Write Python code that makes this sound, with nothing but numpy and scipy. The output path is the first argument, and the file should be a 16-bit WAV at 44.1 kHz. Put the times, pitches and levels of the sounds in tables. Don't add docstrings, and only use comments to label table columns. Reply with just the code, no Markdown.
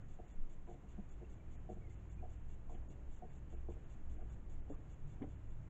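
import sys
import numpy as np
from scipy import signal
from scipy.fft import rfft, irfft
from scipy.io import wavfile
from scipy.ndimage import uniform_filter1d, map_coordinates

SR = 44100
rng = np.random.default_rng(int(sys.argv[2]) if len(sys.argv) > 2 else 0)


def dump_mix(stems):
    frames = np.atleast_2d(stems).T
    limited = np.clip(frames, -1, 1)
    pcm = np.round(limited * 32767).astype(np.int16)
    wavfile.write(sys.argv[1], SR, pcm)


def amplitude_ratio(level_db):
    exponent = np.asarray(level_db, float) / 20
    return 10 ** exponent


N = 250929
T = np.arange(N) / SR

# start_s, level_db, hardness_db, hollowness_db
HEELS = [(.187, -60.5, 0.5, 2), (.673, -61, -1.5, -2), (.978, -62.5, -8, 8), (1.209, -57.5, -2.5, -7),
         (1.688, -53.5, 1, -1), (2.225, -62.5, 7.5, 0), (2.694, -65, 7, -1.5), (3.221, -64, 2.5, 7.5),
         (3.525, -62, -3, 0), (3.684, -50, -2.5, -8), (4.181, -71.5, -0.5, 8.5)]
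# start_s, level_db, hardness_db, hollowness_db
SOLES = [(.231, -71, 2.5, 0.5), (.69, -63.5, 2, 2), (.71, -62, 1.5, 4), (.738, -68.5, 0, 1),
         (.834, -76.5, -2.5, 10.5), (.988, -70.5, -7, 9.5), (1.223, -61, -6, -11), (1.707, -58.5, -4, 2.5),
         (1.759, -67.5, -6.5, 5), (1.808, -70, -1, -2), (1.87, -71.5, -5, 0), (2.211, -69.5, -3, -9),
         (2.244, -67.5, 6, 1), (2.279, -73.5, 5, -4), (2.711, -61, 7.5, -13), (2.74, -65, -3.5, 7.5),
         (3.24, -60, -1, 1), (3.718, -67.5, -2.5, 3), (3.754, -63.5, 1, -18), (4.213, -62.5, -3.5, 2)]
# start_s, level_db, hardness_db, hollowness_db
BEHIND = [
    (4.678, -73, 3, 7),
    (4.785, -61.5, -5, -8),
    (4.709, -48.5, 3, -15),
    (4.730, -67, -3, 1),
    (4.699, -43.5, 0, -14.5),
    (5.208, -62, -7, 10),
    (5.216, -46.5, -15, -8),
    (5.231, -47.5, -3.5, -2),
    (5.275, -66, -16, -5),
]
# pitch_hz, t60_s, lag_s
SHELL_AHEAD = [(720.6, 0.018, 0.002), (623, 0.01, 0.0032), (453.5, 0.042, 0.0047), (346, 0.03, .004),
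               (200, 0.039, .003)]
SHELL_BEHIND = [(754, 0.01, 0.00082), (567, 0.0069, 0.0011), (437, 0.0055, 0.0016), (288, 0.017, 0.002),
                (207, 0.0069, 0.0032)]
READY_AHEAD = (0.62, -0.36, -1, 2.7, -0.23)
READY_BEHIND = (-1.2, -0.85, 0.77, 2, -3.1)
# start_s, level_db, centre_hz, width_hz
CRACKS = [(0.189, -68, 940, 200), (0.673, -68.5, 990, 300), (1.692, -77, 1000, 400), (2.695, -63, 964, 300),
          (2.744, -70.5, 2640, 1500), (2.23, -72, 970, 300), (3.69, -60, 946, 250),
          (3.718, -73, 2700, 1200), (4.206, -75, 1470, 1600), (4.73, -62.5, 1060, 300),
          (5.213, -63.5, 1020, 500), (5.219, -62, 2110, 604), (5.219, -67, 1660, 500),
          (5.22, -71, 3000, 1410), (5.239, -68, 1300, 700)]

# start_s (of the peak), length_s, level_db
BUFFETS = [(.13, 0.3, -48.5), (.42, .11, -33.5), (.58, 0.31, -46.5), (.99, 0.22, -50), (1.13, 0.091, -47),
           (1.32, 0.046, -50), (1.55, 0.3, -48), (1.83, 0.35, -54), (2.25, 0.15, -45), (2.48, 0.18, -44.5),
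           (2.74, 0.38, -45), (3.11, 0.096, -43.5), (3.32, 0.6, -51.5), (3.63, 0.33, -45.5),
           (3.86, .08, -47.5), (4.07, 0.23, -42), (4.22, 0.11, -43.5), (4.39, 0.081, -47.5),
           (4.57, 0.19, -41.5), (4.74, 0.088, -42.5), (4.86, 0.037, -48), (5.04, 0.075, -41.5),
           (5.2, 0.28, -51.5), (5.53, 0.19, -43)]
# start_s (of the peak), length_s, level_db
GUSTS = [(.15, .3, -61), (.36, .2, -55), (.7, 0.26, -56), (.97, 0.3, -50), (1.2, 0.2, -46),
         (1.55, 0.38, -50.5), (1.71, .12, -47.5), (1.92, .2, -50), (2.14, 0.24, -47), (2.4, 0.53, -49),
         (2.82, 0.33, -48), (3.04, .16, -48.5), (3.4, .2, -48.5), (3.63, 0.39, -43.5), (3.94, .18, -50),
         (4.12, 0.13, -44.5), (4.3, 0.43, -47), (4.68, 0.27, -49), (4.94, 0.17, -53.5), (5.33, 0.43, -50.5),
         (5.68, 0.26, -55)]
# start_s (of the peak), length_s, level_db
PUFFS = [(.01, 0.27, -54.5), (.73, 0.24, -54.5), (.95, .2, -60.5), (1.66, .07, -54), (1.79, 0.088, -54),
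         (1.97, 0.42, -54.5), (2.3, 0.67, -59), (2.8, 0.25, -57), (3.13, 0.11, -60), (3.23, .06, -60),
         (3.37, 0.23, -54), (3.95, 0.15, -54), (4.32, 0.11, -49.5), (4.49, .16, -57.5), (4.86, .14, -52),
         (5.08, 0.088, -43), (5.23, 0.41, -56), (5.6, 0.1, -47.5)]
LULL_DB = (-60.5, -63.5, -71)

# pitch_hz, level_db
BUZZ_TONES = [(2261, -85), (2760, -87), (3468, -87.5), (3618, -102), (4522, -104), (6770, -98.5),
              (6934, -100.5), (7251, -87.5), (7402, -89.5)]
# pitch_hz, level_db (per Hz)
BUZZ_FIZZ = [(2000, -33), (2800, -5), (4000, -17), (5200, -31.5), (6100, -11.5), (6800, -2), (7100, -4.5),
             (7600, -5), (8000, -18), (8500, -35)]
# tick_number, lag_s, length_s, level_db
ODD_BURSTS = [(0, -0.011, 0.082, -71.5), (1, -.014, .066, -71.5), (4, -0.0082, .044, -70),
              (5, -0.0056, 0.057, -71), (7, 0.018, 0.054, -71), (12, -.013, 0.074, -71),
              (14, -.009, 0.05, -68), (15, 0.018, 0.085, -70), (16, 0.036, 0.065, -72),
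              (17, .007, .055, -70), (25, -0.022, 0.078, -72), (19, 0.003, 0.055, -70),
              (26, -0.0086, .04, -74), (27, -.01, 0.028, -74.5)]

# start_s, length_s, start_hz, end_hz, level_db
BIRD = [
    (1.239, 0.021, 2500, 2480, -79),
    (1.389, 0.031, 2100, 2120, -80),
    (1.425, 0.028, 2130, 2200, -85),
    (1.46, 0.043, 2190, 2230, -91),
    (1.798, .046, 2060, 2000, -81),
    (1.832, 0.037, 2040, 1890, -77.5),
    (1.859, .032, 1920, 1850, -77),
    (1.897, 0.03, 1920, 1830, -79),
    (2.072, 0.041, 1990, 2150, -90),
    (2.165, 0.047, 2220, 2220, -81),
]

# pitch_hz, level_db (per Hz)
STREET = [(12, -27.5), (22, 1), (32, -7.5), (48, -2.5), (82, -13), (115, -14), (170, -14.5), (244, -22),
          (305, -21), (492, -30), (730, -32), (1200, -46.5), (1560, -55.5), (2640, -120)]
# start_s, level_db
STREET_DB = [(0.0, -64.5), (1.7, -64), (2.4, -65), (2.8, -63), (4.9, -63), (5.69, -64.5)]
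# start_s, level_db
HUM = [(0.0, -53.5), (0.19, -73), (0.85, -69.5), (1.6, -57.5), (2.1, -55.5), (2.9, -62), (3.06, -72.5),
       (3.77, -59.5), (4.02, -64), (4.36, -56.5), (4.82, -61), (5.13, -57), (5.69, -54)]
# pitch_hz, level_db (per Hz)
HISS = [(530, -31), (900, -1), (1010, -1.5), (1800, -5), (2850, -11), (4970, -28.5), (6080, -23.5),
        (6720, -14), (7040, -17), (7500, -15.5), (8000, -30.5), (10400, -56.5), (17600, -120)]

# start_s, level_db (over the usual hiss, below which detail is lost)
DROPOUTS = [(.025, 5), (.261, 3), (.321, 12), (.666, -2), (1.102, 11), (1.367, -2), (2.092, 12), (2.136, 8),
            (2.37, 5.5), (2.415, 4.5), (2.755, 1), (2.823, 2), (2.88, 16), (3.162, 3), (3.29, 2), (3.37, 8),
            (3.542, 11), (3.569, 4), (3.841, 3), (4.165, 1), (4.292, 6), (4.61, 5.5), (4.762, 4), (4.93, 5),
            (5.356, 1), (5.482, 11.5)]
# start_s, level_db
LONG_DROPOUTS = [(1.56, 6), (1.952, 0), (4.209, 3.5), (4.702, 12.5)]


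def heels():
    out = np.zeros(N)
    sides = [(sorted(HEELS + SOLES), SHELL_AHEAD, READY_AHEAD, 3.8),
             (BEHIND, SHELL_BEHIND, READY_BEHIND, 11.0)]
    for rows, shell, ready, blow in sides:
        for row in rows:
            sound = strike(mode_levels(row, ready), shell, blow)
            add(out, row[0] - 0.002, amplitude_ratio(3.5) * sound)
    dulling = signal.butter(6, 1150, fs=SR, output="sos")
    return signal.sosfilt(dulling, out) + cracks()


def mode_levels(row, ready):
    _, db, hardness, hollowness = row
    place = np.linspace(1, -1, len(ready))
    return db + hardness * place + hollowness * place ** 2 + np.array(ready)


def strike(levels_db, shell, blow):
    draw = rng.random((9000, 6))
    t = np.arange(len(draw)) / SR
    rattling = t < 0.017
    bounces_per_s = 900
    scatter = 0.5 * amplitude_ratio(-60 * t / 0.5)
    bounces = (draw[:, 0] < bounces_per_s / SR) * (rattling + scatter)
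    bounces[0] = blow
    rise = 1 - np.exp(-(t / 0.0022) ** 2)
    out = np.zeros(len(t))
    for k, (db, (hz, t60, lag)) in enumerate(zip(levels_db, shell)):
        slip = np.where(rattling, 0.25, 1) * 2 * np.pi * draw[:, k + 1]
        ring = amplitude_ratio(-60 * t / t60) * rise
        swing = signal.fftconvolve(bounces * np.exp(1j * slip), ring)[:len(t)]
        swing = swing / abs(swing).max()
        add(out, lag, amplitude_ratio(db) * (swing * np.exp(2j * np.pi * hz * t)).real)
    return out


def cracks():
    out = np.zeros(N)
    t = np.arange(2000) / SR
    rise = 1 - np.exp(-(t / 0.0012) ** 2)
    for s, db, hz, width in CRACKS:
        peak = [(hz / 3, -40), (hz - width / 2, -6), (hz, 0),
                (hz + width / 2, -6), (hz * 1.1, -45), (hz * 2.5, -90)]
        add(out, s, amplitude_ratio(db - 60 * t / 0.094) * rise * coloured(peak, len(t)))
    return out


def wind():
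    body_db, low_db, upper_db = LULL_DB
    rocking = gusts(BUFFETS, body_db) * cavity(16.5, 2.0, 3.8)
    boom = gusts(GUSTS, low_db) * amplitude_ratio(-4.5 + 1.2 * drift(12.0)) * cavity(60.87, 4.0, 9.0)
    upper = gusts(PUFFS, upper_db) * amplitude_ratio(-8.5 + 0.74 * drift(13.0)) * cavity(136.9, 5.5, 9.8)
    return rocking + boom + upper


def gusts(rows, lull_db):
    s, length, db = np.transpose(rows)[:, :, None]
    away = 2 * (T[::64] - s) / length
    swell = amplitude_ratio(db - 10.5 * away ** 2)
    level = np.sqrt(amplitude_ratio(lull_db) ** 2 + (swell ** 2).sum(axis=0))
    return uniform_filter1d(level.repeat(64)[:N], size=128)


def cavity(hz, wander_hz, per_s):
    turns = np.cumsum(hz + wander_hz * drift(per_s)) / SR
    return np.sqrt(2) * np.sin(2 * np.pi * turns)


def buzz():
    t = np.arange(5000) / SR
    start_s, every_s, burst_s = 0.0927, 0.20002, 0.053
    usual_burst = (0.002, burst_s, -70.5)  # lag_s, length_s, level_db
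    tones = np.zeros(len(t))
    for hz, db in BUZZ_TONES:
        tones += amplitude_ratio(db) * np.sqrt(2) * np.sin(2 * np.pi * (hz * t + rng.random()))
    tones *= amplitude_ratio(-4) * burst_gate(t, 0.0077, burst_s)
    tick = amplitude_ratio(-83.5 - 60 * t / 0.022) * np.sin(2 * np.pi * 4550 * t)
    throb = amplitude_ratio(4.6 * np.cos(2 * np.pi * 155 * (t - 0.004)))
    same = coloured(BUZZ_FIZZ, len(t))
    odd = {round(row[0]): row[1:] for row in ODD_BURSTS}
    out = np.zeros(N)
    for k, s in enumerate(np.arange(start_s, N / SR, every_s)):
        add(out, s, tick + tones)
        lag, length, db = odd.get(k, usual_burst)
        fizz = 0.96 * same + 0.7 * coloured(BUZZ_FIZZ, len(t))
        add(out, s + lag, burst_gate(t, 0.0014, length) * amplitude_ratio(db - 13.5) * throb * fizz)
    return out


def burst_gate(t, rise_s, length_s):
    return np.clip(t / rise_s, 0, 1) * np.clip((length_s - t) / 0.0021, 0, 1)


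def bird():
    out, flutter = np.zeros(N), drift(45.0)
    for s, length, start_hz, end_hz, db in BIRD:
        hz = np.linspace(start_hz, end_hz, round(length * SR))
        hz += 230 * np.sin(np.linspace(0, np.pi, len(hz)))
        rough = flutter[round(s * SR):][:len(hz)]
        level = amplitude_ratio(db + 5.5 + 2.0 * rough) * np.hanning(len(hz))
        add(out, s, level * np.sin(2 * np.pi * np.cumsum(hz) / SR))
    return out


def street():
    wash = coloured(STREET, N)
    audible = signal.butter(4, [160, 1000], "band", fs=SR, output="sos")
    wash = wash / signal.sosfilt(audible, wash).std()
    return wash * amplitude_ratio(curve(STREET_DB) + 0.66 * drift(2.7))


def motor_hum():
    return amplitude_ratio(curve(HUM) - 2.5 + 0.46 * drift(1.0)) * cavity(102.4, 0.87, 2.5)


def hiss():
    return amplitude_ratio(-76 + 0.59 * drift(8.0)) * coloured(HISS, N)


def treble_dropouts(x):
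    hz, t, z = signal.stft(x, SR, nperseg=512, noverlap=448)
    usual = np.median(abs(z[(hz > 4000) & (hz < 6000)]))
    moments = [(s, db, 0.021) for s, db in DROPOUTS]
    moments += [(s, db, 0.038) for s, db in LONG_DROPOUTS]
    for s, db, length in moments:
        frame = (t > s) & (t < s + length)
        level = np.sqrt((abs(z[:, frame]) ** 2).mean(axis=1))
        margin_db = 20 * np.log10(level / usual) - db - 4.0
        kept = np.where(hz > 1200, 1.26 / (1 + amplitude_ratio(-4.5 * margin_db)), 1)
        z[:, frame] *= kept[:, None]
    return signal.istft(z, SR, nperseg=512, noverlap=448)[1][:N]


def evened(x):
    return x / np.sqrt(np.mean(x ** 2) + 1e-20)


def coloured(spectrum, size):
    hz = np.fft.rfftfreq(size, 1 / SR)
    f, db = np.transpose(spectrum)
    shape = amplitude_ratio(np.interp(np.log(hz + 1), np.log(f + 1), db))
    return evened(irfft(rfft(rng.standard_normal(size)) * shape, size))


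def drift(per_s):
    knots = rng.standard_normal(600)
    return evened(map_coordinates(knots, [2 * per_s * T + 5], order=3))


def curve(rows):
    s, db = np.transpose(rows)
    return np.interp(T, s, db)


def add(mix, s, sound):
    part = mix[round(s * SR):][:len(sound)]
    part += sound[:len(part)]


def scene():
    return (heels() + wind() + buzz() + bird() + street() + motor_hum() + hiss())[None]


def roll_off(x):
    return signal.sosfilt(signal.butter(12, 15750, fs=SR, output="sos"), x)


def record(dry):
    grain = amplitude_ratio(-99) * rng.standard_normal(N)
    fade = np.clip((T[-1] - T) / 0.008, 0, 1)
    mix = (treble_dropouts(dry[0]) + grain) * fade
    return roll_off(mix[None])


dry = scene()
out = record(dry)
dump_mix(out)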